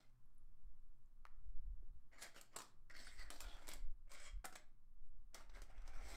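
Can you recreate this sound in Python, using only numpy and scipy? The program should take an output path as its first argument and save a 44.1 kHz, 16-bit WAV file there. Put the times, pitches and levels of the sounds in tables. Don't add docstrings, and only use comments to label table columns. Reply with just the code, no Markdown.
import sys
import numpy as np
from scipy import signal
from scipy.fft import rfft, irfft, next_fast_len
from scipy.io import wavfile
from scipy.ndimage import uniform_filter1d, map_coordinates

SR = 44100
rng = np.random.default_rng(int(sys.argv[2]) if len(sys.argv) > 2 else 0)


def volts_from_db(level):
    exponent = np.asarray(level, float) / 20
    return 10 ** exponent


def dump_mix(stems):
    frames = np.atleast_2d(stems).T
    limited = np.clip(frames, -1, 1)
    pcm = np.round(limited * 32767).astype(np.int16)
    wavfile.write(sys.argv[1], SR, pcm)


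N = 271656


def unit(x):
    return x / np.sqrt(np.mean(x ** 2) + 1e-30)


def along(points, hz):
    f, v = np.transpose(points)
    return np.interp(np.log(hz + 1), np.log(f + 1), v)


def wobble(rate, n):
    knots = rng.standard_normal(int(n * rate / SR) + 4)
    return map_coordinates(knots, [np.arange(n) * rate / SR])


def resonance(f, hz, width):
    return 1 / (1 + (2 * (f - hz) / width) ** 2)


def coloured(x, gain):
    m = 2 * next_fast_len(len(x) // 2 + 8192)
    cep = irfft(np.log(gain(np.fft.rfftfreq(m, 1 / SR)) + 1e-6), m)
    cep[1:m // 2] *= 2
    cep[m // 2 + 1:] = 0
    return irfft(rfft(x, m) * np.exp(rfft(cep)), m)[:len(x)]


def tilted(f, gain, boom_db, rasp_db, sizzle_db):
    # low edge [f/Hz], high edge [f/Hz]
    bands = [(200, 900), (1000, 3000), (3500, 6500), (6800, 15000)]
    have = []
    for lo, hi in bands:
        power = np.sum(gain[(f > lo) & (f < hi)] ** 2, axis=0)
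        have.append(np.sqrt(np.mean(power) / len(f)))
    knots = np.log([(lo * 1.15, hi / 1.15) for lo, hi in bands]).ravel()
    share = np.array([np.interp(np.log(f + 1), knots, np.repeat(row, 2)) for row in np.eye(len(have))]).T
    want = np.array([boom_db, 0 * boom_db, rasp_db, sizzle_db]).reshape(len(have), -1)
    return gain * volts_from_db(share @ (want - 20 * np.log10(have)[:, None]))


def floor():
    # [f/Hz], [level/dB per Hz]
    hiss_colour = [(60, -12), (95, -15), (125, -9), (165, -17), (230, -16), (400, -28), (600, -33),
                   (1150, -26), (1800, -37), (3000, -42.5), (7000, -43.5), (16000, -44)]
    # [t/s], [level/dB]
    air_drift = [(0, 1.5), (2, 2), (4, 1.5), (4.7, 0), (6.16, 0)]
    # [f/Hz], width [f/Hz], [level/dB]
    fan_lines = [(119.5, 4.5, -86), (212.5, 41, -98.5), (354.2, 32, -106)]
    hiss_db = -92.5
    air = coloured(rng.standard_normal(N), lambda f: volts_from_db(along(hiss_colour, f)))
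    above = signal.sosfilt(signal.butter(4, 500, "high", fs=SR, output="sos"), air)
    drift_db = np.interp(np.arange(N) / SR, *np.transpose(air_drift)) + .6 * wobble(2, N)
    out = volts_from_db(hiss_db + drift_db) * air / above.std()
    for hz, width, db in fan_lines:
        hum = unit(coloured(rng.standard_normal(N), lambda f: resonance(f, hz, width)))
        out += volts_from_db(db + 2.4 * wobble(2.8, N)) * hum
    return out


def draught():
    # [t/s], [level/dB]
    pressure = [(0.0, -59.5), (0.74, -46.5), (1.1, -53.5), (1.59, -36), (1.68, -58), (1.82, -40.5),
                (2.04, -52), (2.38, -57.5), (2.45, -63), (2.88, -49), (3.72, -47), (3.91, -32.5),
                (3.96, -45), (4.84, -54.5), (4.99, -43.5), (5.49, -52), (6.02, -37), (6.16, -54)]
    # [f/Hz], [level/dB per Hz]
    sway_colour = [(1, -20.5), (4, 5.5), (14, -1.5), (25, -16.5), (50, -42)]
    # [f/Hz], [level/dB per Hz]
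    flutter_colour = [(20, -22.5), (32, 0), (60, -14.5), (100, -30), (200, -50.5)]
    # start [t/s], length [t/s], [level/dB]
    gusts = [(0.543, 0.18, -64.5), (1.277, 0.05, -76), (1.419, 0.52, -57.5), (1.878, 0.096, -60.5),
             (3.125, 0.15, -53), (3.362, 0.039, -64), (3.42, 0.059, -56), (3.54, 0.025, -57.5),
             (3.724, 0.21, -64), (4.28, 0.11, -54.5), (4.978, 0.076, -65.5), (5.107, 0.092, -64),
             (5.58, 1, -57.5)]
    flutter_db, eddy_db = -26, 2
    swing_limit = 1.6
    t = np.arange(N) / SR
    push = volts_from_db(np.interp(t, *np.transpose(pressure)))
    sway_curve, flutter_curve = [*sway_colour, (400, -120)], [*flutter_colour, (800, -120)]
    sway = unit(coloured(rng.standard_normal(N), lambda f: volts_from_db(along(sway_curve, f))))
    flutter = coloured(rng.standard_normal(N), lambda f: volts_from_db(along(flutter_curve, f)))
    flutter = unit(flutter * volts_from_db(4.0 * wobble(13, N)))
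    eddies = np.zeros(N)
    for s, span, db in gusts:
        eddies += volts_from_db(db + eddy_db) * np.exp(-((t - s - span / 2) / (0.5 * span)) ** 2)
    swing = swing_limit * np.tanh(sway / swing_limit)
    return push * swing + (volts_from_db(flutter_db) * push + eddies) * flutter


def room(x, piece=.25):
    # [f/Hz], T60 [t/s]
    decay = [(200, 0.67), (500, 0.39), (1400, 0.38), (4000, 0.3), (10000, 0.19)]
    out, step = np.zeros(N + 2 * SR), round(piece * SR)
    for start in range(0, N, step):
        hz, t, z = signal.stft(rng.standard_normal(SR // 2), SR, nperseg=256)
        tail = signal.istft(z * volts_from_db(-60 * t / along(decay, hz)[:, None]), SR, nperseg=256)[1]
        wet = signal.fftconvolve(x[start:start + step], tail / np.linalg.norm(tail))
        out[start + 150:][:len(wet)] += wet
    return out[:N]


def taps():
    # [t/s], peak [level/dB], ring [f/Hz], T60
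    # [t/s], click [level/dB]
    ticks = [(.258, -78, 11300, .0075, -10), (.349, -73, 12900, .0045, -14),
             (.381, -68.5, 10100, .016, -18), (1.06, -73, 7040, .003, -12), (1.2531, -46, 2000, .003, -15),
             (1.2531, -57, 4000, .003, -18), (1.2531, -43, 1300, .008, -30), (1.262, -58, 1270, .014, -20),
             (1.2675, -58, 1800, .012, -6), (1.8282, -64, 360, .03, -23), (3.321, -57, 11000, .002, -4),
             (3.347, -58, 12000, .003, -8), (3.69, -60, 255, .06, -20), (4.0737, -73, 580, .034, -24),
             (4.447, -58, 900, .02, -10), (5.09, -85, 8620, .02, -11)]
    # [t/s], peak [level/dB], ring [f/Hz], T60 [t/s],
    # click [level/dB]
    thuds = [
        (2.5871, -46, 1140, 0.014, -7),
        (3.07, -53, 1496, 0.065, -9),
        (3.2, -61.5, 776, 0.014, -7),
        (3.6886, -49.5, 606, .012, -6),
        (3.716, -51, 520, 0.011, -8),
        (3.7356, -69, 700, 0.0067, -6),
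        (4.556, -60, 885, .012, -11),
        (5.619, -50.5, 440, 0.0079, -14),
        (5.78, -68, 1190, 0.013, -8),
    ]
    out, t = np.zeros(N + SR), np.arange(SR // 10) / SR
    dull = signal.butter(1, [900, 3800], "band", fs=SR, output="sos")
    for s, db, ring_hz, t60, click_db in [*ticks, *thuds]:
        ring = np.sin(2 * np.pi * ring_hz * t) * volts_from_db(-60 * t / t60)
        no_bass = signal.butter(2, ring_hz / 2, "high", fs=SR, output="sos")
        ring = signal.sosfilt(no_bass, ring)
        contact = rng.standard_normal(len(t)) * volts_from_db(-60 * t / .002) + 4 * (t == 0)
        click = signal.sosfilt(dull, contact)
        out[round(s * SR):][:len(t)] += volts_from_db(db) * (ring + volts_from_db(click_db) * click / np.abs(click).max())
    return out[:N]


def snaps():
    # [t/s], peak [level/dB], rasp [level/dB], sizzle [level/dB]
    edges = [(2.126, -72, -11, -31), (2.1931, -80, 0, -12), (2.2198, -60.5, 8, -2), (2.226, -62, 9, 4.5),
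             (2.2329, -61, 6, 4), (2.345, -77, -8, -1), (2.3619, -55.5, -11, -15),
             (2.4125, -63.5, 3.5, 6.5), (2.5323, -83, 9, -10), (2.548, -73, -3, -20),
             (2.5606, -58, -3, -20), (2.5622, -49, -15, 0.5), (2.5871, -56, -4, 0.5),
             (2.6037, -51, -11, -15), (2.6186, -59, 2, -3.5), (2.8986, -70, 0, -5), (2.9113, -69, 4.5, -10),
             (2.9452, -74, 6, -4), (2.9636, -66, 3, -8), (3.048, -66, -2, -8), (3.176, -77, -2, -7),
             (3.1945, -62, 0, -7), (3.3033, -50, -1.5, -1.5), (3.4046, -52, -3, -1),
             (3.4435, -58.5, -7, -17), (3.6714, -62, 0, 1), (3.68, -58, 3, 0), (3.6884, -55.5, 2.5, 6.5),
             (3.7158, -53, 2, -8), (3.7357, -56, -6, 4), (4.1172, -65, 6, 3), (4.136, -68, 2, 7),
             (4.142, -69, -1, -1), (4.4424, -60, -19, -29), (4.4478, -60.5, -10, -2), (4.454, -52, -1, 5),
             (4.5259, -60, -2, -7), (4.5547, -61, 2, 0.5), (5.3452, -58.5, 9.5, 3), (5.495, -68, 1, -21),
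             (5.4984, -71, 4.5, -20), (5.5503, -74, 9, -18), (5.6189, -65, 6.5, 3.5), (5.78, -67, -7, -18),
             (5.8195, -74, 0, -7), (5.8773, -61, 1, -8.5), (5.9345, -66, -19, -33), (6.087, -68, -1, 2)]
    # [f/Hz], [level/dB per Hz]
    crackle_colour = [(88, -20), (150, -22), (275, -14), (1980, -25), (2600, -28), (4240, -21.5),
                      (6260, -19), (8070, -14.5), (11700, -26), (13700, -33), (16000, -36)]
    t60, boom_db = 0.023, np.array(-5.5)
    out, t = np.zeros(N + SR), np.arange(SR // 10) / SR
    for s, db, rasp_db, sizzle_db in edges:
        burst = rng.standard_normal(len(t)) * volts_from_db(-60 * t / t60) + 2.55 * (t == 0)

        def colour(f):
            return tilted(f, volts_from_db(along(crackle_colour, f))[:, None], boom_db, rasp_db, sizzle_db)[:, 0]

        crack = coloured(burst, colour)
        out[round(s * SR):][:len(t)] += volts_from_db(db + 15.5) * crack / np.linalg.norm(burst)
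    return out[:N]


def sheen(x):
    # [f/Hz], width [f/Hz], [level/dB]
    high_bands = [(7600, 230, 6.5), (8630, 120, 6.5), (10200, 390, 4.5), (11180, 190, 2.5),
                  (12230, 280, 11.5), (13570, 270, 16), (14200, 190, 5), (14800, 230, 13.5)]

    def gain(f):
        return np.sqrt(1.99 + sum(volts_from_db(1.5 + db) ** 2 * resonance(f, hz, width) for hz, width, db in high_bands))

    return coloured(x, gain)


def strokes():
    # start [t/s], rise [t/s], hold [t/s], pressure [level/dB], brightness [level/dB]
    drags = [(2.115, 0.017, 0.062, -82, -10.5), (2.181, 0.046, 0.0086, -76.5, 6.5),
             (2.344, 0.029, 0.0031, -76.5, 1.5), (2.513, .02, .02, -80, -14.5),
             (5.332, .015, 0.0056, -80.5, -6), (2.898, 0.0035, 0.046, -76.5, -11.5),
             (2.941, 0.027, 0.055, -72, 1), (3.042, 0.006, 0.033, -75.5, 1.5),
             (3.092, 0.01, 0.069, -80, 0.5), (3.17, 0.03, 0.037, -72.5, -4),
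             (3.25, 0.0047, 0.037, -80.5, -13), (3.428, 0.016, 0.21, -80, -2),
             (3.688, 0.0092, 0.049, -78, 5), (4.069, 0.0033, 0.0095, -92, -13),
             (4.093, 0.017, .005, -85, 2), (4.102, 0.027, 0.023, -73, -1.5),
             (4.163, 0.015, .04, -76.5, -3.5), (4.213, 0.018, 0.046, -76, -3.5),
             (4.525, 0.006, 0.0043, -75.5, -2), (5.364, 0.014, 0.034, -78.5, -2),
             (5.53, 0.027, 0.024, -77.5, -1.5), (5.678, 0.02, 0.007, -82.5, -5),
             (5.723, 0.032, 0.14, -84.5, -9.5), (5.846, 0.018, 0.03, -82, -1),
             (5.901, 0.047, 0.073, -79.5, -2), (5.997, 0.061, 0.042, -76.5, 3.5),
             (6.07, 0.034, .07, -75, 5)]
    # [t/s], pressure [level/dB], brightness [level/dB], fall [level/dB per s]
    skids = [(0, -89.5, 0, 156), (2.22, -70, 0, 192.5), (2.408, -81.5, -6.5, 147), (2.562, -64, 3, 646),
             (2.585, -74, 5.5, 232), (3.304, -72.5, 4, 109.5), (3.404, -69.5, 8, 387),
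             (3.68, -72.5, 4, 400), (4.442, -66, 2, 391), (4.554, -66, 2.5, 547), (5.346, -71.5, 3.5, 401),
             (5.494, -80, -9, 323), (5.617, -77.5, -1, 333)]
    picked_s = [0, 1, 2.85, 3.3, 4, 4.43, 5]
    picked = [2, 0, 1, 2, 3, 4, 5]
    # boom [level/dB], rasp [level/dB], sizzle [level/dB], hollow [f/Hz]
    seats = [(-4, -3, -8, 810), (-10, -2, -10.5, 1300), (-1.5, -3.5, -12, 1600), (-7, -1, -4, 1880),
             (-5.5, -6.5, -12.5, 1000), (-1.5, -6, -12, 1620)]
    drag_grip, skid_grip = 0.67, 0.78
    rise_from_db, release_db_per_s = -8.5, 338
    fade_db = 38
    hollow_sag, dull_start_db = .05, -6
    moves = [(*drag, release_db_per_s, drag_grip) for drag in drags]
    moves += [(s, .002, 0, db, bright_db, fall, skid_grip) for s, db, bright_db, fall in skids]
    out = []
    for s, rise, hold, db, bright_db, fall, grip in moves:
        held = picked[np.searchsorted(picked_s, s, side="right") - 1]
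        boom_db, rasp_db, sizzle_db, hollow_hz = seats[held]
        times = s + np.cumsum([0, abs(rise), abs(hold), fade_db / fall])
        press_db = db + np.array([rise_from_db, 0, 0, -fade_db])
        tilt_db = bright_db + np.array([dull_start_db, 0, 0, 0])
        hollow = hollow_hz * np.array([1, 1, 1, 1 - hollow_sag])
        rows = [times, press_db, boom_db + 0 * times, rasp_db + 0.94 * tilt_db, sizzle_db + tilt_db, hollow]
        out.append((np.array(rows).T, held, grip))
    return out


def rubbed(slips, case, rows, lift_db, drift, patchy_db):
    # [f/Hz], [level/dB per Hz]
    rub_colour = [(120, -48), (200, 0.5), (270, 4), (440, -6), (570, 3.5), (980, -6), (2080, -6),
                  (2700, -9.5), (4500, -9.5), (6800, -11), (8300, -7.5), (9600, -13.5), (13000, -23.5),
                  (15800, -27)]
    # [t/s], half length [t/s], [f/Hz], [level/dB]
    chafes = [(5.2, 0.032, 1930, 7), (2.8, 0.032, 1530, 22.5), (3.5, 0.012, 4000, 13),
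              (3.5, 0.052, 3400, 15.5), (2.15, 0.05, 1900, 12), (2.25, 0.056, 1710, 13),
              (3.5, 0.18, 850, 10), (3.7, 0.049, 2210, 12.5), (2.4, 0.03, 2800, 9),
              (3.21, 0.033, 4640, 17.5), (3.51, 0.035, 4500, 5), (3.6, 0.058, 1500, 13),
              (3.7, 0.035, 3250, 10), (4.24, 0.039, 10600, 8), (5.39, 0.033, 1200, 9),
              (2.6, 0.049, 1100, 21.5), (3.45, 0.029, 1460, 14), (4.23, 0.11, 2020, 8),
              (3.1, .025, 3460, 13), (3.4, 0.059, 5200, -8), (5.7, 0.032, 580, 4), (2.1, 0.015, 6660, 13),
              (2.225, 0.013, 10800, 15.5), (2.25, 0.051, 3200, 1), (3, 0.013, 4000, -1),
              (2.6, 0.032, 3700, 1), (3.5, 0.019, 1200, 3), (3.13, 0.047, 8000, 9.5),
              (1.7, 0.016, 6150, -1), (3.07, 0.015, 8900, 13.5), (1.7, .04, 8400, 10),
              (3.41, 0.0075, 12500, 12), (4.24, 0.02, 7900, 18.5), (5.3, .05, 7600, 8),
              (4.46, 0.011, 9100, 20), (4.465, .03, 1400, 17), (4.45, .015, 730, 18), (5.95, 0.16, 920, 5),
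              (6.08, 0.17, 2220, 13), (6.08, .05, 8050, 6), (2.2, 0.077, 2170, 10)]
    f, t, z = signal.stft(slips, SR, nperseg=512, noverlap=384)
    now, bins = t + rows[0, 0], f[:, None]
    boom_db, rasp_db, sizzle_db, hollow_hz = [np.interp(now, rows[:, 0], c) for c in rows.T[2:]]

    def shift(rate):
        return wobble(rate, len(slips) + SR // 8)[np.round(t * SR).astype(int)]

    rings = 0
    for hz, width, db in case:
        power = volts_from_db(0.29 * db + 4.0 * shift(25.0)) ** 2
        rings = rings + power * resonance(bins, hz * (1 + drift * shift(10.0)), width)
    sings = 0
    for s, half, hz, db in chafes:
        swell = np.exp(-((now - s) / half) ** 4)
        sings = sings + volts_from_db(db) ** 2 * swell * resonance(bins, hz, 40 + 0.09 * hz)
    patches = uniform_filter1d(rng.standard_normal(z.shape), size=3, axis=0)
    patches = unit(uniform_filter1d(patches, size=14, axis=1))
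    hollow = 0.19 * resonance(bins, hollow_hz, 136)
    lift = np.sqrt(1 + volts_from_db(lift_db) ** 2 * (rings + hollow) + sings)
    surface = volts_from_db(along(rub_colour, f)[:, None] + patchy_db * patches)
    gain = tilted(f, surface * lift, boom_db, rasp_db, sizzle_db)
    return signal.istft(z * gain, SR, nperseg=512, noverlap=384)[1][:len(slips)]


def scrape():
    # [f/Hz], width [f/Hz], [level/dB]
    cases = [
        [(1260, 28, 15), (4430, 55, -3), (5430, 20, -10), (6960, 120, 3), (7540, 39, -1), (8400, 37, -3),
         (10900, 120, -5)],
        [(1520, 130, 10), (1980, 270, 21), (3170, 33, -12), (4530, 130, 0), (5240, 150, -13), (7550, 110, -25),
         (8040, 430, -24)],
        [(2096, 29, -20), (1380, 58, -10), (4200, 73, -28), (4580, 25, -6), (7530, 22, -13), (8370, 36, -28)],
        [(594, 130, 8), (1130, 500, -21), (2230, 99, 3), (3240, 67, 2), (4500, 59, -33), (5170, 160, -17),
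         (7700, 1500, -3), (8750, 260, 2)],
        [(1260, 700, 2), (2100, 63, 7), (5380, 170, -20), (6600, 93, -9.5), (7860, 310, 4), (9900, 75, -9)],
        [(796, 28, 9), (1355, 350, -9), (2090, 200, -15), (5830, 53, -14), (7800, 67, -16), (8100, 34, -3)],
    ]
    biggest_slip = 4
    out = np.zeros(N)
    for rows, held, grip in strokes():
        s, press_db = rows[:, 0], rows[:, 1]
        start = round(s[0] * SR)
        t = np.arange(start, min(round(s[-1] * SR), N)) / SR
        size = np.minimum(rng.exponential(size=len(t)), biggest_slip)
        slips = rng.standard_normal(len(t)) * volts_from_db(2.04 * size)
        slips = slips * volts_from_db(grip * (1.02 * wobble(51.8, len(t)) + 2.74 * wobble(301.3, len(t))))
        sound = rubbed(unit(slips), cases[held], rows, lift_db=10, drift=0.0065, patchy_db=2.5)
        fade = np.clip(np.minimum((t - s[0]) / .002, (s[-1] + .002 - t) / .008), 0, 1)
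        out[start:start + len(t)] += fade * volts_from_db(np.interp(t, s, press_db) + 7.0) * sound
    return out


def scene():
    rub, crack, tick = sheen(scrape()), sheen(snaps()), taps()
    wet = room(volts_from_db(-9.0) * rub + volts_from_db(-8.0) * crack + volts_from_db(-11.5) * tick)
    return (rub + crack + tick + wet + draught() + floor())[None]


def top_cut(x):
    return signal.sosfilt(signal.butter(12, 16500, fs=SR, output="sos"), x)


def record(dry):
    top_hz = 15800
    limit = signal.cheby2(12, 40, top_hz + 700, fs=SR, output="sos")
    return top_cut(signal.sosfilt(limit, dry))


dry = scene()
out = record(dry)
dump_mix(out)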